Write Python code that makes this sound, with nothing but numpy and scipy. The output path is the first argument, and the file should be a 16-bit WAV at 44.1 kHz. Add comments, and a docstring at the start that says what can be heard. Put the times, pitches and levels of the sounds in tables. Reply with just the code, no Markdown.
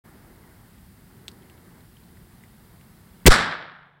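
"""A bonfire roars softly and crackles in a forest clearing at night, until a spray can bursts in it.
The can tears, the gas blasts out and the fireball's pressure wave overloads the microphone.
Trunks scatter the bang back, a dull wash returns from the far woods and a low ring lingers.
The bang slams the gain control down, which shuts out the fire."""
import sys
import numpy as np
from scipy import signal
from scipy.fft import rfft, irfft
from scipy.io import wavfile
from scipy.ndimage import uniform_filter1d, minimum_filter1d

SR = 44100
rng = np.random.default_rng(int(sys.argv[2]) if len(sys.argv) > 2 else 0)


def transcribe(u):
    """Save the signal u as a 16-bit wav file named by the first command-line argument.

    u: samples, shape (n,) or (channels, n), limited to [-1, 1]; the rate is SR.
    q: integer samples, one column per channel.
    """
    v = np.clip(np.atleast_2d(u).T, -1, 1)
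    q = np.round(v * 32767).astype(np.int16)
    wavfile.write(sys.argv[1], SR, q)


N = 176400

# Tone of the microphone's hiss: frequency_hz, gain_db
HISS_EQ = [(1500, -4), (2600, -2), (4000, -2.5), (5000, -2.5), (5600, -7), (6700, -8), (8000, -3.5),
           (10000, -2), (15500, -1.5)]
# Tone of the flames: frequency_hz, gain_db
FLAME_EQ = [(15, -39.5), (25, -7.5), (59, -3), (98, -0.5), (130, -5), (179, -2.5), (250, -7), (280, -12),
            (344, -7.5), (530, -19.5), (862, -18.5), (1190, -21), (2200, -22), (2860, -53), (4840, -120)]
# Fader moves of the flames, ahead of their trims: time_s, roar_db, rush_db
FLAME_SWELLS = [(0.08, -59, -61), (0.4, -58, -62.5), (0.86, -68.5, -67.5), (1.25, -57.5, -64.5),
                (1.75, -59.5, -64), (1.9, -66.5, -68.5), (2.19, -58.5, -65), (2.24, -65, -67.5),
                (3.05, -64.5, -65.5), (3.19, -61.5, -67), (3.2, -64, -64.5)]
# Featured snaps of burning wood: start_s, level_db, pitch_hz, tick_peak_s, relative_ring_db
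WOOD_SNAPS = [(1.2813, -22.5, 3670, .00022, -16), (1.316, -43, 4500, .00015, -18),
              (1.4226, -53, 3200, .0005, -9), (1.4985, -45, 2800, .0002, -11),
              (1.807, -51, 3800, 0.00027, -13), (1.968, -53, 3000, .0005, -4), (2.17, -52, 1800, .0004, -6),
              (2.4368, -42, 1990, .0009, -11), (2.811, -51, 2800, .0002, -7)]
# Tone of the dry crack in each snap: frequency_hz, gain_db
CRACK_EQ = [(300, -9), (1500, -4), (3500, -19), (5500, -22), (7000, -4), (8300, -1), (9200, -18),
            (13000, -14), (16000, -17)]
# Tone of the wash from the distant woods: frequency_hz, gain_db
FAR_WOODS_EQ = [(30, -3.5), (100, -1), (170, 3), (260, -8.5), (700, -7.5), (1500, -7), (2000, -11.5),
                (2600, -20), (3500, -15.5), (4500, -34), (7000, -47.5)]
# Low tones lingering after the bang: pitch_hz, relative_level_db, t60_s
LOW_TONES = [(142, -52.5, 5), (168.5, -37, 1.28), (169, -60.5, 5)]
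# Tone of the forest's answer: frequency_hz, gain_db
FOREST_EQ = [(25, -11), (70, -12.5), (150, -6.5), (250, -7), (375, -13), (700, -9.5), (1000, -10),
             (1250, -5), (1650, -3.5), (2100, -10), (2650, -18), (3600, -13), (5400, -16.5), (6400, -24.5),
             (7800, -17.5), (9000, -23), (10000, -26.5), (11200, -29.5), (12200, -38.5), (15500, -40.5)]
# Reverb time of the forest: frequency_hz, t60_s
FOREST_DECAY = [(60, 0.57), (200, 0.73), (400, 0.74), (800, 0.92), (1500, 0.86), (3000, 0.8), (5000, 0.52),
                (7500, 0.28), (10500, 0.32), (15000, 0.21)]
# Slaps off single trunks: start_s, relative_level_db
TRUNK_ECHOES = [(3.3171, -2.5), (3.329, -16), (3.338, -8), (3.359, -14), (3.408, -34), (3.4204, -22),
                (3.509, -33.5), (3.522, -20.5), (3.716, -51)]
# Tone of the tearing can: frequency_hz, gain_db
TEAR_EQ = [(60, -13), (230, -4), (600, -8), (1200, -9), (1900, -4), (2700, -13.5), (4500, -20), (6500, -38),
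           (16000, -44)]
# Ring of the torn shell: pitch_hz, relative_level_db, decay_s
SHELL_MODES = [(230.4, -5, .007), (1900, -9, .0014)]
# Tone of the escaping gas: frequency_hz, gain_db
BLAST_EQ = [(40, 9), (350, 0.5), (700, -4.5), (1700, -5), (3500, -6), (6000, -10.5), (8500, -5.5),
            (11000, -16), (15000, -8.5)]

TEAR_S, BLAST_S, THUMP_S, WAVE_S, FOREST_S = 3.2568, 3.2628, 3.2836, 3.2858, 3.298  # cue points


def undb(db):
    """Decibels to gain."""
    return 10 ** (np.asarray(db) / 20)


def unit(x):
    """Scale to rms 1."""
    return x / np.sqrt(np.mean(x ** 2))


def noise():
    """White noise."""
    return rng.standard_normal(N)


def since(start):
    """Seconds since a cue, zero before it."""
    return np.maximum(np.arange(N) / SR - start, 0)


def burst(start, rise_s, decay_s, hold_s=0):
    """Envelope: linear attack, exponential decay from hold_s after the start."""
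    age = since(start)
    return np.minimum(age / rise_s, 1) * np.exp(-np.maximum(age - hold_s, 0) / decay_s)


def curve_at(table, hz):
    """Read a curve on a log-frequency axis."""
    points_hz, values = np.array(table).T
    return np.interp(np.log(hz + 1), np.log(points_hz), values)


def colour(x, eq):
    """Apply an EQ curve and a 20 Hz low cut, at rms 1."""
    hz = np.fft.rfftfreq(N, 1 / SR)
    return unit(irfft(rfft(x) * undb(curve_at(eq, hz)) * hz ** 2 / (hz ** 2 + 20 ** 2), N))


def filtered(x, hz, kind, order=2):
    """Low-, high- or band-pass."""
    return signal.sosfilt(signal.butter(order, hz, kind, fs=SR, output="sos"), x)


def wander(hz):
    """Smooth random modulation at rms 1."""
    step = int(SR / hz)
    return unit(uniform_filter1d(np.repeat(rng.standard_normal(N // step + 1), step)[:N], step))


def microphone_hiss():
    """The microphone's own steady noise floor."""
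    return undb(-59.5) * colour(noise(), HISS_EQ)


def flames():
    """A steady low rumble under a hollow roar and a rush of air that swell and flutter."""
    times, roar_db, rush_db = np.array(FLAME_SWELLS).T
    roar = unit(filtered(colour(noise(), FLAME_EQ), [250, 550], "band", order=4))
    rumble = unit(filtered(colour(noise(), FLAME_EQ), 250, "low", order=6))
    rush = unit(filtered(colour(noise(), FLAME_EQ), [550, 2220], "band", order=4))
    roar *= undb(np.interp(since(0), times, roar_db) + 0.5)
    rush *= undb(np.interp(since(0), times, rush_db) + 3.5)
    flutter = undb(0.5 * wander(hz=9))
    return (roar + rush) * flutter + undb(-52) * rumble


def wood_snaps():
    """Wood splits: a sharp tick, a dry crack and a short woody ring; faint snaps fall at random."""
    faint_count, faint_per_s = 40, 12
    ring_decay_s, crack_decay_s = .0066, .0029
    faint = [(when * faint_count / faint_per_s, -61 + 7 * force ** 2, 1500 * 3 ** pitch, .00039, -14)
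             for when, force, pitch in rng.random((faint_count, 3))]
    age = np.arange(SR // 10) / SR
    crack_noise = colour(noise(), CRACK_EQ)
    out = np.zeros(N)
    for start, db, hz, peak_s, ring_db in WOOD_SNAPS + faint:
        first = int(start * SR)
        span = slice(first, first + len(age))
        tick = np.sin(2 * np.pi * hz * age) * age / peak_s * np.exp(1 - age / peak_s)
        band_hz = hz * np.exp([-.125, .125])
        wood = unit(filtered(rng.standard_normal(len(age)), band_hz, "band", order=1))
        ring = undb(ring_db) * filtered(wood, 7500, "low") * np.exp(-age / ring_decay_s)
        crack = undb(-13) * crack_noise[span] * np.exp(-age / crack_decay_s)
        out[span] += undb(db) * (tick + ring + crack)
    return out


def far_woods():
    """A faint, dull wash returns from farther away and outlasts the near echoes."""
    t60_s = 3
    envelope = burst(FOREST_S, rise_s=.1, decay_s=t60_s / np.log(1000))
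    return undb(-49) * colour(noise(), FAR_WOODS_EQ) * envelope


def low_ring():
    """A few close low tones hang on after the bang."""
    age = since(BLAST_S)
    return sum(undb(db) * np.sin(2 * np.pi * hz * age) * np.exp(-np.log(1000) * age / t60)
               for hz, db, t60 in LOW_TONES)


def forest():
    """Undergrowth answers first, then trunks scatter the bang; treble dies first on the longer paths."""
    rise_s = .0099
    grains = noise() * undb(2 * wander(hz=1500) - .25 * wander(hz=70))
    spectrum, hz = rfft(colour(grains, FOREST_EQ)), np.fft.rfftfreq(N, 1 / SR)
    centres_hz = np.geomspace(40, 16000, 20)
    age, tail = since(FOREST_S + rise_s), np.zeros(N)
    for centre, share in zip(centres_hz, np.eye(len(centres_hz))):
        band = irfft(spectrum * np.interp(hz, centres_hz, share), N)
        tail += band * np.exp(-np.log(1000) * age / curve_at(FOREST_DECAY, centre))
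    swell = np.minimum(since(FOREST_S) / rise_s, 1)
    undergrowth = undb(-16) * colour(noise(), FOREST_EQ) * burst(BLAST_S, rise_s=.005, decay_s=.05)
    # Each slap is gated from a levelled copy of the tail, so later ones sound darker.
    gates = sum(undb(db) * burst(start, rise_s=.0014, decay_s=.004) for start, db in TRUNK_ECHOES)
    tail_rms = np.sqrt(np.maximum(uniform_filter1d(tail ** 2, size=2048), 0) + 1e-12)
    slaps = .5 * gates * tail / tail_rms
    return undb(-13.5) * swell * tail + undergrowth + slaps


def tearing_can():
    """The can rips open and its shell rings briefly."""
    tear = undb(-18.5) * colour(noise(), TEAR_EQ) * burst(TEAR_S, rise_s=.0005, decay_s=.0064)
    age = since(TEAR_S)
    shell = sum(undb(db) * np.sin(2 * np.pi * hz * age) * np.exp(-age / decay_s)
                for hz, db, decay_s in SHELL_MODES)
    return tear + shell


def gas_blast():
    """Gas jets out of the can and darkens as the pressure drops."""
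    darken_s = .014
    gas = colour(noise(), BLAST_EQ)
    body = filtered(gas, 3500, "low", order=1)
    brightness = np.exp(-since(BLAST_S) / darken_s)
    jet = body * (2 - brightness) + (gas - body) * brightness
    return undb(-2) * jet * burst(BLAST_S, rise_s=.00018, decay_s=.0014, hold_s=.019)


def fireball():
    """The gas ignites: a hollow thump, a push of air and a longer suction."""
    thump_hz, thump_width_s = 400, .003
    rise_s, push_s, decay_s = .003, .0062, .0072
    t, age = since(0) - THUMP_S, since(WAVE_S)
    thump = np.sin(2 * np.pi * thump_hz * t) * np.exp(-(t / thump_width_s) ** 2)
    attack = 1 - np.exp(-(age / rise_s) ** 2)
    pressure_wave = attack * (1 - age / push_s) * np.exp(-age / decay_s)
    return undb(0.5) * thump + undb(14) * pressure_wave


def scene():
    """Mono mix: the quiet fire bed and the far louder explosion."""
    bed = flames() + wood_snaps() + microphone_hiss()
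    explosion = tearing_can() + gas_blast() + fireball() + forest() + far_woods() + low_ring()
    return (bed + undb(32.5) * explosion)[None]


def record(dry):
    """Gain control ducks at a loud peak and recovers slowly; what is still too hot is soft-clipped."""
    threshold_db, range_db, release_db_per_s = -12, 34, 3
    ceiling, high_cut_hz = .79, 15800
    over_db = 20 * np.log10(np.abs(dry[0]) + 1e-9) - threshold_db
    recovery_db = release_db_per_s * since(0)
    held_db = np.maximum.accumulate(over_db + recovery_db) - recovery_db
    gain = undb(-np.clip(held_db, 0, range_db))
    gain = uniform_filter1d(minimum_filter1d(gain, size=65), size=65)  # eases down just ahead of a peak
    fade_in = np.minimum(since(.038) / .013, 1)
    ducked = dry[0] * gain * fade_in
    clipped = ducked / (1 + (ducked / ceiling) ** 4) ** (1 / 4)
    return signal.sosfilt(signal.ellip(8, .2, 70, high_cut_hz, fs=SR, output="sos"), clipped)[None]


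dry = scene()
out = record(dry)
transcribe(out)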